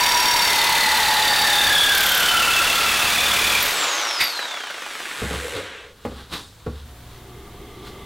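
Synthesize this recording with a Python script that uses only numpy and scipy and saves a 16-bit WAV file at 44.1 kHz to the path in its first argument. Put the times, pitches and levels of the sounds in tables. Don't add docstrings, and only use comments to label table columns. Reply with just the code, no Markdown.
import sys
import numpy as np
from scipy import signal
from scipy.io import wavfile
from scipy.ndimage import uniform_filter1d

SR = 44100
rng = np.random.default_rng(int(sys.argv[2]) if len(sys.argv) > 2 else 0)


def inscribe(sig):
    pcm = np.round(np.clip(np.atleast_2d(sig).T, -1, 1) * 32767)
    wavfile.write(sys.argv[1], SR, pcm.astype(np.int16))


N = 355005
TIME = np.arange(N) / SR

# freq_hz, rel_db_per_hz
AIR_COLOUR = [(25, -6.5), (70, -5), (120, -7), (200, -16), (650, -22), (1200, -21.5), (2500, -28.5),
              (3700, -27.5), (5000, -33.5), (15500, -40)]
# freq_hz, width_hz, rel_db
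DRONE_MODES = [(156, 270, -2), (380, 77, 1.5), (794, 310, -8), (1170, 60, -7), (2080, 150, -11),
               (3300, 940, -8)]
# freq_hz, rel_db
MAINS_HUM = [(60, 3.5), (120, 1), (240, -8), (360, -16)]
# freq_hz, t60_s
ROOM_DECAY = [(80, 0.45), (500, 0.33), (3000, 0.32), (8000, 0.78), (16000, 0.16)]
# peak_s, level_db, rise_s, fall_s, tilt_db_per_octave
SLIDE_EVENTS = [(5.2, -34.5, 0.023, .03, -0.5), (5.335, -32, 0.025, 0.062, -3),
                (5.57, -29.5, 0.022, 0.029, -3.5), (6.06, -49.5, 0.039, 0.05, 0.5),
                (6.21, -41, 0.14, 0.037, -3), (6.332, -26, 0.013, 0.037, -2.2), (6.8, -48, 0.23, 0.043, -2),
                (7.17, -50.5, 0.25, .02, -2), (7.875, -39.5, 0.028, 0.02, -1.5)]
# freq_hz, rel_db_per_hz
SLIDE_COLOUR = [(35, -44), (60, -7), (135, -4.5), (236, -9), (475, -3.5), (585, -12.5), (1170, -2),
                (2050, -7.5), (2250, -10), (3760, 0), (5840, -12), (9970, -14), (15500, -21)]
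# start_s, thud_db, clack_db
BENCH_BLOWS = [(5.219, -28.5, -21.5), (5.236, -34, -26), (5.308, -35, -28), (5.339, -33.5, -30),
               (6.051, -32.5, -21.5), (6.116, -41, -39), (6.664, -25.5, -27.5)]
# freq_hz, rel_db, t60_s
BENCH_MODES = [(70.6, -5.5, 1), (86.2, -4.5, 0.42), (115, 1.5, 0.15), (157, -4.5, 0.3), (228, -5.5, 0.22),
               (362, -6, 0.16), (443, 6, 0.065), (522, 4, 0.054), (566, -15, .2), (760, -8, 0.057),
               (1100, -17, .15), (1361, -14.5, .16)]
# freq_hz, rel_db_per_hz
CLATTER_COLOUR = [(60, -13), (200, 8.0), (600, 0), (1300, -7.0), (2200, -14.5), (4000, -26), (12000, -40)]
# peak_s, level_db
BUZZES = [(5.47, -32), (5.57, -27.5)]
# start_s, peak_db
PLACED_KNOCKS = [(4.391, -12), (4.446, -23), (4.566, -23), (4.7, -23)]
# freq_hz, rel_db_per_hz
KNOCK_COLOUR = [(60, -50), (200, -20), (500, -9), (1000, -10), (1600, -3), (2600, -10.5), (4000, -27),
                (8000, -33), (15000, -32)]
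# start_s, lower_mode_db, upper_mode_db
BLADE_TWANGS = [(3.625, -26, -21), (4.239, -24.5, -40)]
# freq_hz, t60_s
BLADE_MODES = [(11660, 0.19), (13830, 0.27)]
# freq_hz, width_hz, rel_db
GRAZE_MODES = [(2110, 580, 1), (3740, 400, -4), (4720, 460, -4)]
# time_s, strokes_per_s
POWERED_SPEED = [(0, 36.23), (.8, 36.25), (2.15, 35.47), (2.65, 36.58), (3.05, 37.84), (3.7, 37.8)]
# order_per_shaft_turn, fan_whine_rel_db, bearing_song_rel_db
MOTOR_TONES = [(7.2, -17, -4), (12, 0, -3), (17.1, -40, -3), (24, -19, -8), (29.2, -50, -9), (36, -42, -14)]
# freq_hz, rel_db_per_hz
FAN_COLOUR = [(35, -44), (60, -53), (215, -25), (312, -8.5), (394, -9), (705, -3), (773, -4), (1200, 1),
              (1960, -4), (3840, -3.5), (4520, -8.5), (5580, -9.5), (15500, -30.5)]
# freq_hz, rel_db_per_hz
BRUSH_COLOUR = [(150, -16.5), (350, -1.5), (700, -5), (1100, -5), (1700, 2.5), (3800, -3), (4800, -12),
                (7300, -10.5), (8150, -7), (8900, -18), (9600, -8.5), (10800, -16), (11700, -16),
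                (15500, -24)]
# time_s, pressure_0_to_1
FEED_PRESSURE = [(0, 0.42), (.5, 0.33), (1, 0.63), (1.5, 0.62), (2.1, 0.3), (2.6, 0.7), (3.6, 0.6)]
# time_s, depth_0_to_1
CUT_DEPTH = [(0, 0.01), (.4, 0.05), (.7, .125), (1.2, 0.26), (1.6, 0.36), (2.35, 0.67), (2.6, 0.74),
             (3.4, 1)]
# freq_hz, rel_db_per_hz
CUT_COLOUR = [(25, -8), (55, -11), (120, -9), (250, -9), (450, -5), (800, -2), (1500, -1), (4000, -2),
              (5500, -6), (8000, -9), (12000, -11), (16000, -14)]
# uncut_hz, through_hz, width_hz, top_db, loudest_depth, depth_away_for_6_db_less
PLATE_MODES = [(965, 640, 76, -25, .02, .36), (2190, 1170, 120, -24.5, .42, .4),
               (4720, 2360, 150, -28.5, .55, .8), (3680, 3400, 117, -30, .4, 1.1),
               (5640, 3600, 130, -28.5, .01, .065)]
# peak_s, pitch_hz, level_db, rise_s, fall_s
CHATTER_EVENTS = [(.1, 1794, -29, .2, 0.78), (1.4, 4635, -30.5, 0.81, 0.41),
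                  (1.572, 3610, -20, 0.048, 0.21), (1.78, 3405, -17.5, 0.073, .12),
                  (2.33, 1415, -23, .05, 0.2), (2.35, 3060, -26.5, .15, 0.14),
                  (2.55, 2660, -23.5, 0.17, 0.12), (3.219, 3524, -27.5, 0.16, 0.37),
                  (3.56, 2435, -24.5, 0.33, 0.06)]
# freq_hz, gain_db
VICE_MODES = [(857, -42), (977, -44), (1363, -40), (1662, -42), (1956, -43), (2024, -43), (2319, -46),
              (2665, -42), (3024, -43), (3358, -43), (3595, -43), (4570, -44)]
SHAKE_HARMONICS = [-30, 3.5, -3, -14, -4, 1]

AIR_FROM_S, AIR_FADE_S, AIR_DB = 5.83, 0.21, -49
DRILL_ON_S, DRILL_RUSH_DB, HUM_DB, IDLE_HZ, IDLE_DB, IDLE_LOADED_DB = 6.85, -46.5, -43, 717, -57.5, -1
BITE_S, DRONE_AT_BITE_DB, DRONE_DB_PER_S, HUM_LOADED_DB = 7.14, -46.5, 8, -4.5
LAID_S, BENCH_HUM_DB, BENCH_HUM_HZ, BUZZ_RISE_S, BUZZ_FALL_S = 5.22, -48, 489, 0.024, 0.023
KNOCK_PEAK_DB, KNOCK_SCATTER_DB, KNOCK_FROM_S, KNOCK_TO_S = -22.5, 1, 4.42, 5.15
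GRAZE_S, GRAZE_DB, GRAZE_RISE_S, GRAZE_FALL_S = 4.212, -11, 0.0085, 0.021
RELEASE_S, DRAG_SHARE, DRAG_S, FRICTION_S = 3.759, .512, .567, 2.129
SHAFT_TURNS_PER_STROKE = 17.5
FAN_DB, GEARS_DB, GEARS_POWER, LOADED_DB = -20, -38, 0.39, -12.5
WHINE_DB, WHINE_CORNER_HZ, WHINE_STEEPNESS = -29.5, 3430, 11
BRUSH_DB, BRUSH_STROKES_PER_S, BEARINGS_DB = -33.5, 12.1, -37.5
THROUGH_S, CLEAR_S, FREE_S = 3.63, 3.775, 3.76
CUT_DB, PRESS_DB, HALF_THROB_DB, PRESS_HALF_THROB_DB = -23.5, 2.5, 6.5, -3.5
CHOKE_DB, CHATTER_WIDTH_HZ, VICE_WIDTH_HZ, VICE_CHIPS_DB = 9, 133, 32, -9.5
SQUEAL_FROM_S, SQUEAL_TO_S, SQUEAL_DB, SQUEAL_HZ, SQUEAL_WIDTH_HZ = 1.94, 2.225, -23, 12700, 1830
SHAKE_THROUGH_DB, SHAKE_UNCUT_DB = -40.5, -15
CEILING_DB, BAND_LIMIT_HZ = -12.8, 15900


def amp(db):
    return 10 ** (np.asarray(db) / 20)


def unit(x):
    return x / np.sqrt(np.mean(x ** 2) + 1e-20)


def curves(rows):
    time_s, *columns = np.transpose(rows)
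    return [np.interp(TIME, time_s, column) for column in columns]


def after(s, edge_s):
    return .5 + .5 * np.tanh((TIME - s) / edge_s)


def swell(s, rise_s, fall_s):
    return np.exp(-np.maximum((s - TIME) / rise_s, (TIME - s) / fall_s))


def bump(turns, at, width):
    return np.exp((np.cos(2 * np.pi * (turns - at)) - 1) / (2 * np.pi * width) ** 2)


def read(points, hz):
    freq_hz, value = np.transpose(points)
    return np.interp(np.log(hz + 1), np.log(freq_hz + 1), value)


def colour(x, points, tilt_db=0):
    hz = np.abs(np.fft.fftfreq(4096, 1 / SR))
    gain_db = np.maximum(read(points, hz), -100) + tilt_db * np.log2(hz / 1000 + .1)
    log_gain = np.log(amp(gain_db))
    taps = np.fft.ifft(np.exp(np.conj(signal.hilbert(log_gain)))).real
    return unit(signal.oaconvolve(x, taps)[:len(x)])


def noise():
    return rng.standard_normal(N)


def grit(per_s, spread_db):
    hits = rng.random(N) < per_s / SR
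    size = amp(spread_db * np.minimum(rng.exponential(1, N), 4))
    return unit(noise() * hits * size)


def resonate(x, hz, width_hz):
    turn = np.exp(2j * np.pi * np.cumsum(hz * np.ones(N)) / SR)
    r = np.exp(-np.pi * width_hz * np.sqrt(2) / SR)
    return unit((turn * signal.lfilter([1], [1, -2 * r, r * r], x / turn)).real)


def add(mix, s, sound):
    part = mix[round(s * SR):][:len(sound)]
    part += sound[:len(part)]


def garage():
    running, biting = after(DRILL_ON_S, edge_s=.015), after(BITE_S, edge_s=0.16)
    air_gain = np.hypot(amp(AIR_DB) * after(AIR_FROM_S, AIR_FADE_S), amp(DRILL_RUSH_DB) * running)
    hiss = amp(-8.5) * np.array([noise(), noise()])
    air = air_gain * (colour(noise(), AIR_COLOUR) + hiss)
    hum = unit(sum(amp(db) * np.sin(2 * np.pi * (hz * TIME + rng.random())) for hz, db in MAINS_HUM))
    whine = amp(IDLE_DB + IDLE_LOADED_DB * biting) * unit(np.sin(2 * np.pi * IDLE_HZ * TIME))
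    idling = running * (amp(HUM_DB + HUM_LOADED_DB * biting) * hum + whine)
    drone = unit(sum(amp(db) * resonate(noise(), hz, width_hz) for hz, width_hz, db in DRONE_MODES))
    drilling = amp(DRONE_AT_BITE_DB + DRONE_DB_PER_S * (TIME - BITE_S)) * biting * drone
    return air + idling + drilling


def slides():
    out = np.zeros(N)
    for s, db, rise_s, fall_s, tilt_db in SLIDE_EVENTS:
        friction = colour(grit(per_s=9000, spread_db=0.5), SLIDE_COLOUR, tilt_db)
        out += amp(db) * swell(s, rise_s, fall_s) * friction
    return out


def bench(speed):
    out, t = np.zeros(N), TIME[:SR // 2]
    for s, thud_db, clack_db in BENCH_BLOWS:
        ring = np.zeros(len(t))
        detune = rng.uniform(0.94, 1.04, len(BENCH_MODES))
        for k, (hz, db, t60_s) in enumerate(BENCH_MODES):
            ring += (-1) ** k * amp(db - 60 * t / t60_s) * np.sin(2 * np.pi * hz * detune[k] * t)
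        clatter = colour(noise()[:len(t)], CLATTER_COLOUR)
        add(out, s, amp(thud_db) * ring + amp(clack_db - 60 * t / 0.091) * clatter)
    hum = amp(BENCH_HUM_DB) * after(LAID_S, edge_s=.01) * np.tanh(speed / 0.17)
    buzz = sum(amp(db) * swell(s, BUZZ_RISE_S, BUZZ_FALL_S) for s, db in BUZZES)
    return out + (hum + buzz) * resonate(noise(), BENCH_HUM_HZ, 71)


def knocks(strokes):
    out, t = np.zeros(N), TIME[:SR // 2]
    reversals_s = TIME[1:][np.diff(np.floor(2 * strokes - .2)) > 0]
    usual = [(s, KNOCK_PEAK_DB + KNOCK_SCATTER_DB * z) for s, z in zip(reversals_s, noise())
             if KNOCK_FROM_S < s < KNOCK_TO_S]
    for s, peak_db in PLACED_KNOCKS + usual:
        decay = amp(-60 * t / 0.032) + 0.25 * amp(-60 * t / 0.1)
        clack = colour(rng.standard_normal(len(t)) * decay, KNOCK_COLOUR)
        add(out, s, amp(peak_db) * clack / abs(clack).max())
    beat = 1 + 0.61 * np.cos(2 * np.pi * 24 * t)
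    for s, *levels_db in BLADE_TWANGS:
        for db, (hz, t60_s) in zip(levels_db, BLADE_MODES):
            add(out, s, amp(db - 60 * t / t60_s) * beat * np.sin(2 * np.pi * hz * t))
    return out


def graze():
    screech = unit(sum(amp(db) * resonate(noise(), hz, width_hz) for hz, width_hz, db in GRAZE_MODES))
    scrape = screech + amp(-8.5) * colour(noise(), CUT_COLOUR)
    return amp(GRAZE_DB) * swell(GRAZE_S, GRAZE_RISE_S, GRAZE_FALL_S) * scrape


def saw_speed():
    powered, = curves(POWERED_SPEED)
    coast_s = np.maximum(TIME - RELEASE_S, 0)
    drag = DRAG_SHARE * np.exp(-coast_s / DRAG_S)
    friction = (1 - DRAG_SHARE) * (1 - coast_s / FRICTION_S)
    return powered * np.maximum(drag + friction, 0)


def motor(speed, strokes):
    shaft = SHAFT_TURNS_PER_STROKE * strokes
    shaft_hz = SHAFT_TURNS_PER_STROKE * speed
    pace, free = speed / speed.max(), after(FREE_S, edge_s=0.035)
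    rush = np.hypot(amp(FAN_DB) * pace ** 2, amp(GEARS_DB) * pace ** GEARS_POWER) * amp(LOADED_DB * (1 - free))
    rattle = unit(1 + .6 * bump(2 * strokes, .25, .07))
    out = rush * colour(grit(per_s=9000, spread_db=1.0) * rattle, FAN_COLOUR)
    vane_hz = 12 * shaft_hz
    whine = amp(WHINE_DB) * free / np.hypot(1, (WHINE_CORNER_HZ / (vane_hz + 1)) ** WHINE_STEEPNESS)
    slow = (.5 + .5 * np.tanh((BRUSH_STROKES_PER_S - speed) / 4)) * np.tanh(speed / 2.5)
    bearings = amp(BEARINGS_DB) * slow * np.clip(speed / 7 - .4, 0, 1)
    for order, fan_db, bearing_db in MOTOR_TONES:
        flutter = unit(amp(2.5 * unit(uniform_filter1d(noise(), size=900))))
        audible = order * shaft_hz < BAND_LIMIT_HZ
        gain = (whine * amp(fan_db) + bearings * amp(bearing_db)) * flutter * audible
        out += gain * np.sin(2 * np.pi * order * shaft)
    rasp = colour(noise() * (.9 + bump(shaft, .5, .1)), BRUSH_COLOUR)
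    low_pass = signal.butter(3, 4200, fs=SR, output="sos")
    dull = signal.sosfilt(low_pass, colour(noise(), BRUSH_COLOUR))
    edge = np.clip((speed - 2.2) / 2, .15, 1)
    return out + amp(BRUSH_DB) * slow * (edge * rasp + np.sqrt(1 - edge ** 2) * dull)


def cutting(strokes):
    (feed,), (depth,) = curves(FEED_PRESSURE), curves(CUT_DEPTH)
    in_steel, in_slot = 1 - after(THROUGH_S, edge_s=0.029), 1 - after(CLEAR_S, edge_s=0.11)
    pull = bump(strokes, .33, .13) + .25 * bump(strokes, .7, .09)
    bite = amp(0.46 * noise()[strokes.astype(int)])
    half_throb_db = HALF_THROB_DB + PRESS_HALF_THROB_DB * feed
    force = unit(amp(2 * half_throb_db * pull * in_slot) * bite)
    slap = unit(.8 + in_slot * (bump(strokes, .1, .05) + .5 * bump(strokes, .58, .07)))
    chips = colour(grit(per_s=9000, spread_db=1.5), CUT_COLOUR)
    body = signal.sosfilt(signal.butter(2, 2200, fs=SR, output="sos"), chips)
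    treble = signal.sosfilt(signal.butter(2, 2200, "high", fs=SR, output="sos"), chips)
    tearing = amp(CUT_DB + PRESS_DB * feed) * in_slot * (body * slap - treble * force)

    plate, choke = np.zeros(N), unit(amp(CHOKE_DB * bump(strokes, .42, .17)))
    for uncut_hz, through_hz, width_hz, db, loudest, reach in PLATE_MODES:
        drive, beat = (force, choke) if uncut_hz > 3000 else (slap, 1)
        sinking_hz = uncut_hz * (through_hz / uncut_hz) ** depth
        ring = beat * resonate(noise() * drive, sinking_hz, width_hz)
        plate += amp(db) * .5 ** (((depth - loudest) / reach) ** 2) * in_steel * ring
    for s, hz, db, rise_s, fall_s in CHATTER_EVENTS:
        drive, beat = (force, choke) if hz > 2000 else (slap, 1)
        ring = beat * resonate(noise() * drive, hz, CHATTER_WIDTH_HZ)
        plate += amp(db) * swell(s, rise_s, fall_s) * in_steel * ring

    vice_drive = plate + amp(VICE_CHIPS_DB) * tearing
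    vice = sum(amp(db) * resonate(vice_drive, hz, VICE_WIDTH_HZ) for hz, db in VICE_MODES)
    squealing = after(SQUEAL_FROM_S, edge_s=0.011) - after(SQUEAL_TO_S, edge_s=0.018)
    squeal_ring = resonate(noise() * bump(strokes, 0.43, 0.087), SQUEAL_HZ, SQUEAL_WIDTH_HZ)
    squeal = amp(SQUEAL_DB) * squealing * squeal_ring
    shake = unit(sum(amp(db) * np.sin(2 * np.pi * (k * strokes + rng.random()))
                     for k, db in enumerate(SHAKE_HARMONICS, 1)))
    shaking = amp(SHAKE_THROUGH_DB + SHAKE_UNCUT_DB * (1 - depth)) * in_steel * shake
    return tearing + plate + vice + squeal + shaking


def room(x):
    t = TIME[:SR // 2]
    taps = rng.standard_normal(len(t)) * (rng.random(len(t)) < .06) * (t > .006)
    hz, frame_s, z = signal.stft(taps, SR, nperseg=256)
    decay = amp(-60 * frame_s / read(ROOM_DECAY, hz)[:, None])
    tail = signal.istft(z * decay, SR, nperseg=256)[1]
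    return signal.fftconvolve(x, tail / np.linalg.norm(tail))[:N]


def scene():
    speed = saw_speed()
    strokes = np.cumsum(speed) / SR
    background = garage()
    wood = slides() + bench(speed)
    saw = knocks(strokes) + graze() + motor(speed, strokes) + cutting(strokes)
    return saw + wood + room(amp(-8.0) * saw + amp(-4.5) * wood) + background


def record(dry):
    flattened = dry / (1 + (dry / amp(CEILING_DB)) ** 6) ** (1 / 6)
    band_limit = signal.firwin(511, BAND_LIMIT_HZ, window=("kaiser", 9), fs=SR)
    return signal.oaconvolve(flattened, band_limit[None], "same")


dry = scene()
out = record(dry)
inscribe(out)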